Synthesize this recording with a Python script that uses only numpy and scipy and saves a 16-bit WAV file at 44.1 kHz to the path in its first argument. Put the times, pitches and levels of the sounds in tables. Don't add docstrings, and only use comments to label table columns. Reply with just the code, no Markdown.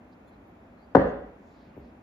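import sys
import numpy as np
from scipy import signal
from scipy.fft import rfft, irfft
from scipy.io import wavfile
from scipy.ndimage import uniform_filter1d

SR = 44100
rng = np.random.default_rng(int(sys.argv[2]) if len(sys.argv) > 2 else 0)


def magnitude_from_level(level_db):
    exponent = np.asarray(level_db, float) / 20
    return 10 ** exponent


def to_wav(s):
    ch = np.atleast_2d(s).T
    pcm = np.round(np.clip(ch, -1, 1) * 32767)
    wavfile.write(sys.argv[1], SR, pcm.astype(np.int16))


N = 89170

# start in seconds, level in dB, contact low-pass in Hz.
TOUCHES = [
    (0.9495, -7, 2004),
    (0.9534, -8, 1500),
    (0.9658, -11, 1200),
]


def rms_one(x):
    return x / np.sqrt(np.mean(x ** 2) + 1e-20)


def at_hz(points, hz):
    p = np.array(points)
    return np.interp(np.log(np.maximum(hz, 1)), np.log(p[:, 0]), p[:, 1])


def decay_per_sample(t60):
    return magnitude_from_level(-60 / (t60 * SR))


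def coloured(spectrum, channels):
    hz = np.arange(N // 2 + 1) * SR / N
    white = rfft(rng.standard_normal((channels, N)))
    return rms_one(irfft(white * magnitude_from_level(at_hz(spectrum, hz)), N))


def diffuse(pair):
    # frequency in Hz, left-right likeness as a share.
    likeness = [(60, 0.99), (200, 0.99), (320, 0.88), (520, 0.66), (900, 0.017), (1500, 0.33),
                (2600, -0.45)]
    alike = np.clip(at_hz(likeness, np.arange(N // 2 + 1) * SR / N), -1, 1)
    mid, side = rfft(pair)
    spread = np.sqrt(1 - alike) * side * [[1], [-1]]
    return irfft(np.sqrt(1 + alike) * mid + spread, N) / np.sqrt(2)


def background():
    # frequency in Hz, level in dB per Hz.
    air_colour = [(40, -10.5), (58, -1.5), (140, -9), (250, -0.15), (420, -11), (750, -9.5), (1210, -18),
                  (2600, -26.5), (3600, -50)]
    common_colour = [(2500, -15), (3200, -2), (5000, -9.5), (7500, -15), (10500, -19), (15000, -22)]
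    opposed_colour = [(2500, -26), (3200, -2.5), (5000, -18.5), (7500, -17.5), (10000, -16), (15000, -10.5)]
    air = magnitude_from_level(-52.5) * diffuse(coloured(air_colour, channels=2))
    common = magnitude_from_level(-82) * coloured(common_colour, channels=1)
    opposed = magnitude_from_level(-77.5) * coloured(opposed_colour, channels=1) * [[1], [-1]]
    return air + common + opposed


def friction(s, half, db, hz, width):
    sos = signal.butter(2, [hz - width / 2, hz + width / 2], "band", fs=SR, output="sos")
    common, opposed = rms_one(signal.sosfilt(sos, rng.standard_normal((2, N))))
    swell = np.exp(-((np.arange(N) / SR - s) / half) ** 2)
    spread = min(hz / 3000, 0.5)
    return magnitude_from_level(db) * swell * (common + spread * opposed * np.array([[1], [-1]]))


def rustles():
    # centre in seconds, half length in seconds, level in dB, frequency in Hz, width in Hz.
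    rubs = [
        (.132, .014, -76, 4300, 1300),
        (.83, .05, -85, 4400, 700),
        (.33, .05, -83, 3800, 1200),
        (.29, .02, -88, 13000, 3000),
        (.49, .03, -88, 13000, 4000),
        (1.5, .1, -82, 6000, 3000),
        (1.6, .11, -75, 4000, 1600),
        (1.785, .03, -81, 14300, 2600),
        (1.86, .06, -80, 4300, 2000),
        (1.75, .15, -72, 2200, 1000),
    ]
    return sum(friction(*row) for row in rubs)


def squeaks():
    # centre in seconds, half length in seconds, level in dB, frequency in Hz.
    slips = [
        (0.285, 0.0097, -76, 4150),
        (0.282, 0.017, -78, 3470),
        (0.287, .015, -78.5, 7050),
        (.285, .015, -73.5, 10000),
        (0.339, .012, -76, 4100),
        (0.798, 0.023, -79, 4180),
        (0.833, 0.043, -82, 4640),
        (.92, .015, -83, 4580),
        (1.09, .025, -77, 6410),
    ]
    return sum(friction(*row, width=100) for row in slips)


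def contacts(rows):
    force = np.zeros(N)
    for s, db, hz in rows:
        offset = np.arange(N) - s * SR
        click = magnitude_from_level(db) * np.sinc(offset) * (abs(offset) < 16)
        force += signal.sosfilt(signal.butter(2, hz, fs=SR, output="sos"), click + 1e-18)
    return force


def hard_touches():
    clicks = np.zeros(N)
    for s, db, _ in TOUCHES:
        clicks[int((s + 0.0002) * SR)] = magnitude_from_level(db)
    return clicks


def grit(clicks):
    # frequency in Hz, level in dB per Hz.
    grit_colour = [(600, -1.5), (1300, 13), (2200, -3), (3000, -17.5), (4500, -21.5), (7000, -35.5),
                   (11000, -38.5), (15500, -48)]
    fall_t60_s, rise_t60_s = 0.056, 0.002
    fade = signal.lfilter([1], [1, -decay_per_sample(fall_t60_s)], clicks + 1e-18)
    fade -= signal.lfilter([1], [1, -decay_per_sample(rise_t60_s)], clicks + 1e-18)
    common, opposed = coloured(grit_colour, channels=2)
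    return magnitude_from_level(-21) * fade * (common + 0.79 * opposed * np.array([[1], [-1]]))


def ring(clicks, hz, t60):
    r, w = decay_per_sample(t60), 2 * np.pi * hz / SR
    return signal.lfilter([0, np.sin(w)], [1, -2 * r * np.cos(w), r * r], clicks + 1e-18)


def body(force, modes):
    left_db_per_octave, left_from_hz, right_lag_s = 3.5, 220, 0.00012
    travel_s_at_1k, rise_cycles = 0.0015, 1.19
    out, n = np.zeros((2, N)), np.arange(N)
    for k, (hz, db, t60) in enumerate(modes):
        octaves = np.clip(np.log2(hz / left_from_hz), 0, 3)
        left_db = left_db_per_octave * octaves / 2 * (hz < 3500)
        delay = travel_s_at_1k * SR * (np.sqrt(1000 / hz) - 1)
        late = np.interp(n - delay, n, force)
        mode = ring(late, hz, t60) - ring(late, hz, min(rise_cycles / hz, t60 / 2))
        out += (-1) ** k * magnitude_from_level(db) * mode * magnitude_from_level(np.array([[left_db], [-left_db]]))
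    out[1] = np.interp(n - right_lag_s * SR, n, out[1])
    return out


def counter(force, cycles_max):
    # frequency in Hz, level in dB, t60 in seconds.
    slab_modes = [(58, -20.5, 0.17), (90, -41.5, .3), (133, -7.5, .15), (189, -15, .15),
                  (273.8, -10.5, 0.36), (365.7, -3.5, 0.071), (441.4, 0, 0.027), (584.5, 0.5, 0.027),
                  (750, -6, 0.038), (892, -6, .05), (1052, -2, 0.013), (1300, -25.5, 0.022),
                  (1495, -12.5, .03), (1720, -20.5, .04)]
    return body(force, [(hz, db, min(t60, cycles_max / hz)) for hz, db, t60 in slab_modes])


def held_mug(clicks):
    # frequency in Hz, level in dB, t60 in seconds.
    mug_modes = [(1944, -61.5, 0.033), (2130, -31.5, 0.045), (3130, -47, 0.023), (4060, -53, .025),
                 (4780, -43.5, .02), (7600, -73.5, .008)]
    damped = [(hz, db, min(t60, 0.045)) for hz, db, t60 in mug_modes]
    return body(uniform_filter1d(clicks, size=3), damped)


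def room(x):
    # frequency in Hz, t60 in seconds.
    room_t60 = [(60, 1.0), (150, 0.58), (500, 0.58), (1500, 0.61), (3000, 0.67), (6000, .4), (12000, .3)]
    # frequency in Hz, level in dB.
    room_tone = [(60, -3), (100, -20), (200, 0), (500, -1), (1200, -4), (2500, 2), (6000, 0.5), (12000, 4)]
    build_s = 0.017
    t, answer = np.arange(N) / SR, 0
    edges = 40 * 2 ** np.arange(0, 9, 0.5)
    white = rng.standard_normal((2, 2, N))
    for k, (low, high) in enumerate(zip(edges, edges[1:])):
        hz = np.sqrt(low * high)
        sos = signal.butter(2, [low, high], "band", fs=SR, output="sos")
        band = signal.sosfilt(sos, white[k % 2])
        answer = answer + band * magnitude_from_level(at_hz(room_tone, hz) - 60 * t / at_hz(room_t60, hz))
    answer = diffuse(answer) * (1 - np.exp(-(t / build_s) ** 2)) * (t < 1)
    return magnitude_from_level(-33) * signal.fftconvolve(x[None], answer, axes=1)[:, :N]


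def standing(force):
    # frequency in Hz, level in dB, t60 in seconds.
    room_modes = [(59.1, -21.5, 0.69), (85, -9, 0.75), (110, -1, .3), (277, -25.5, 0.98), (274, 11, 0.13),
                  (372, -22.5, .32), (418.5, -3.5, 0.57), (528, -19, 0.23), (567, -10, 0.23)]
    longest_t60_s, swell_t60_s = 0.45, 0.19
    out = np.zeros(N)
    for hz, db, t60 in room_modes:
        out += magnitude_from_level(db) * (ring(force, hz, min(t60, longest_t60_s)) - ring(force, hz, swell_t60_s))
    return magnitude_from_level(-13.5) * out


def hand_force():
    # start in seconds, level in dB, contact low-pass in Hz.
    thumps = [
        (1.668, -42.5, 252),
        (1.764, -38.5, 375),
        (1.774, -34.5, 395),
        (1.805, -77, 253),
    ]
    return contacts(thumps)


def rumbles():
    # centre in seconds, half length in seconds, level in dB, frequency in Hz, width in Hz.
    shakes = [
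        (1.815, .04, -52, 62, 30),
        (1.81, .03, -54, 200, 80),
        (1.875, .03, -53, 255, 50),
        (1.68, .02, -55, 190, 60),
        (1.77, .012, -54, 270, 60),
    ]
    return sum(friction(*row) for row in shakes)


def scene():
    foot, clicks = contacts(TOUCHES), hard_touches()
    force = foot + hand_force()
    crack = grit(clicks)
    direct = counter(force, cycles_max=45) + held_mug(clicks) + crack
    far = magnitude_from_level(1.5) * counter(force, cycles_max=16.6)
    heard = (far + magnitude_from_level(6) * crack).mean(axis=0)
    quiet = rustles() + squeaks() + rumbles() + background()
    return direct + room(heard) + standing(foot) + quiet


def top_cut(x):
    return signal.sosfilt(signal.butter(12, 15800, fs=SR, output="sos"), x)


def record(dry):
    # frequency in Hz, gain in dB.
    sum_response = [(7600, 0), (8200, -25), (9700, -25), (10200, 0), (14300, 0), (15300, -14)]
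    difference_response = [(10500, 0), (12000, -12), (15300, -16)]
    low_cut = signal.butter(4, 48, "high", fs=SR, output="sos")
    left, right = rfft(signal.sosfilt(low_cut, dry))
    hz = np.arange(N // 2 + 1) * SR / N
    mid = (left + right) / 2 * magnitude_from_level(at_hz(sum_response, hz))
    side = (left - right) / 2 * magnitude_from_level(at_hz(difference_response, hz))
    return top_cut(irfft(np.array([mid + side, mid - side]), N))


dry = scene()
out = record(dry)
to_wav(out)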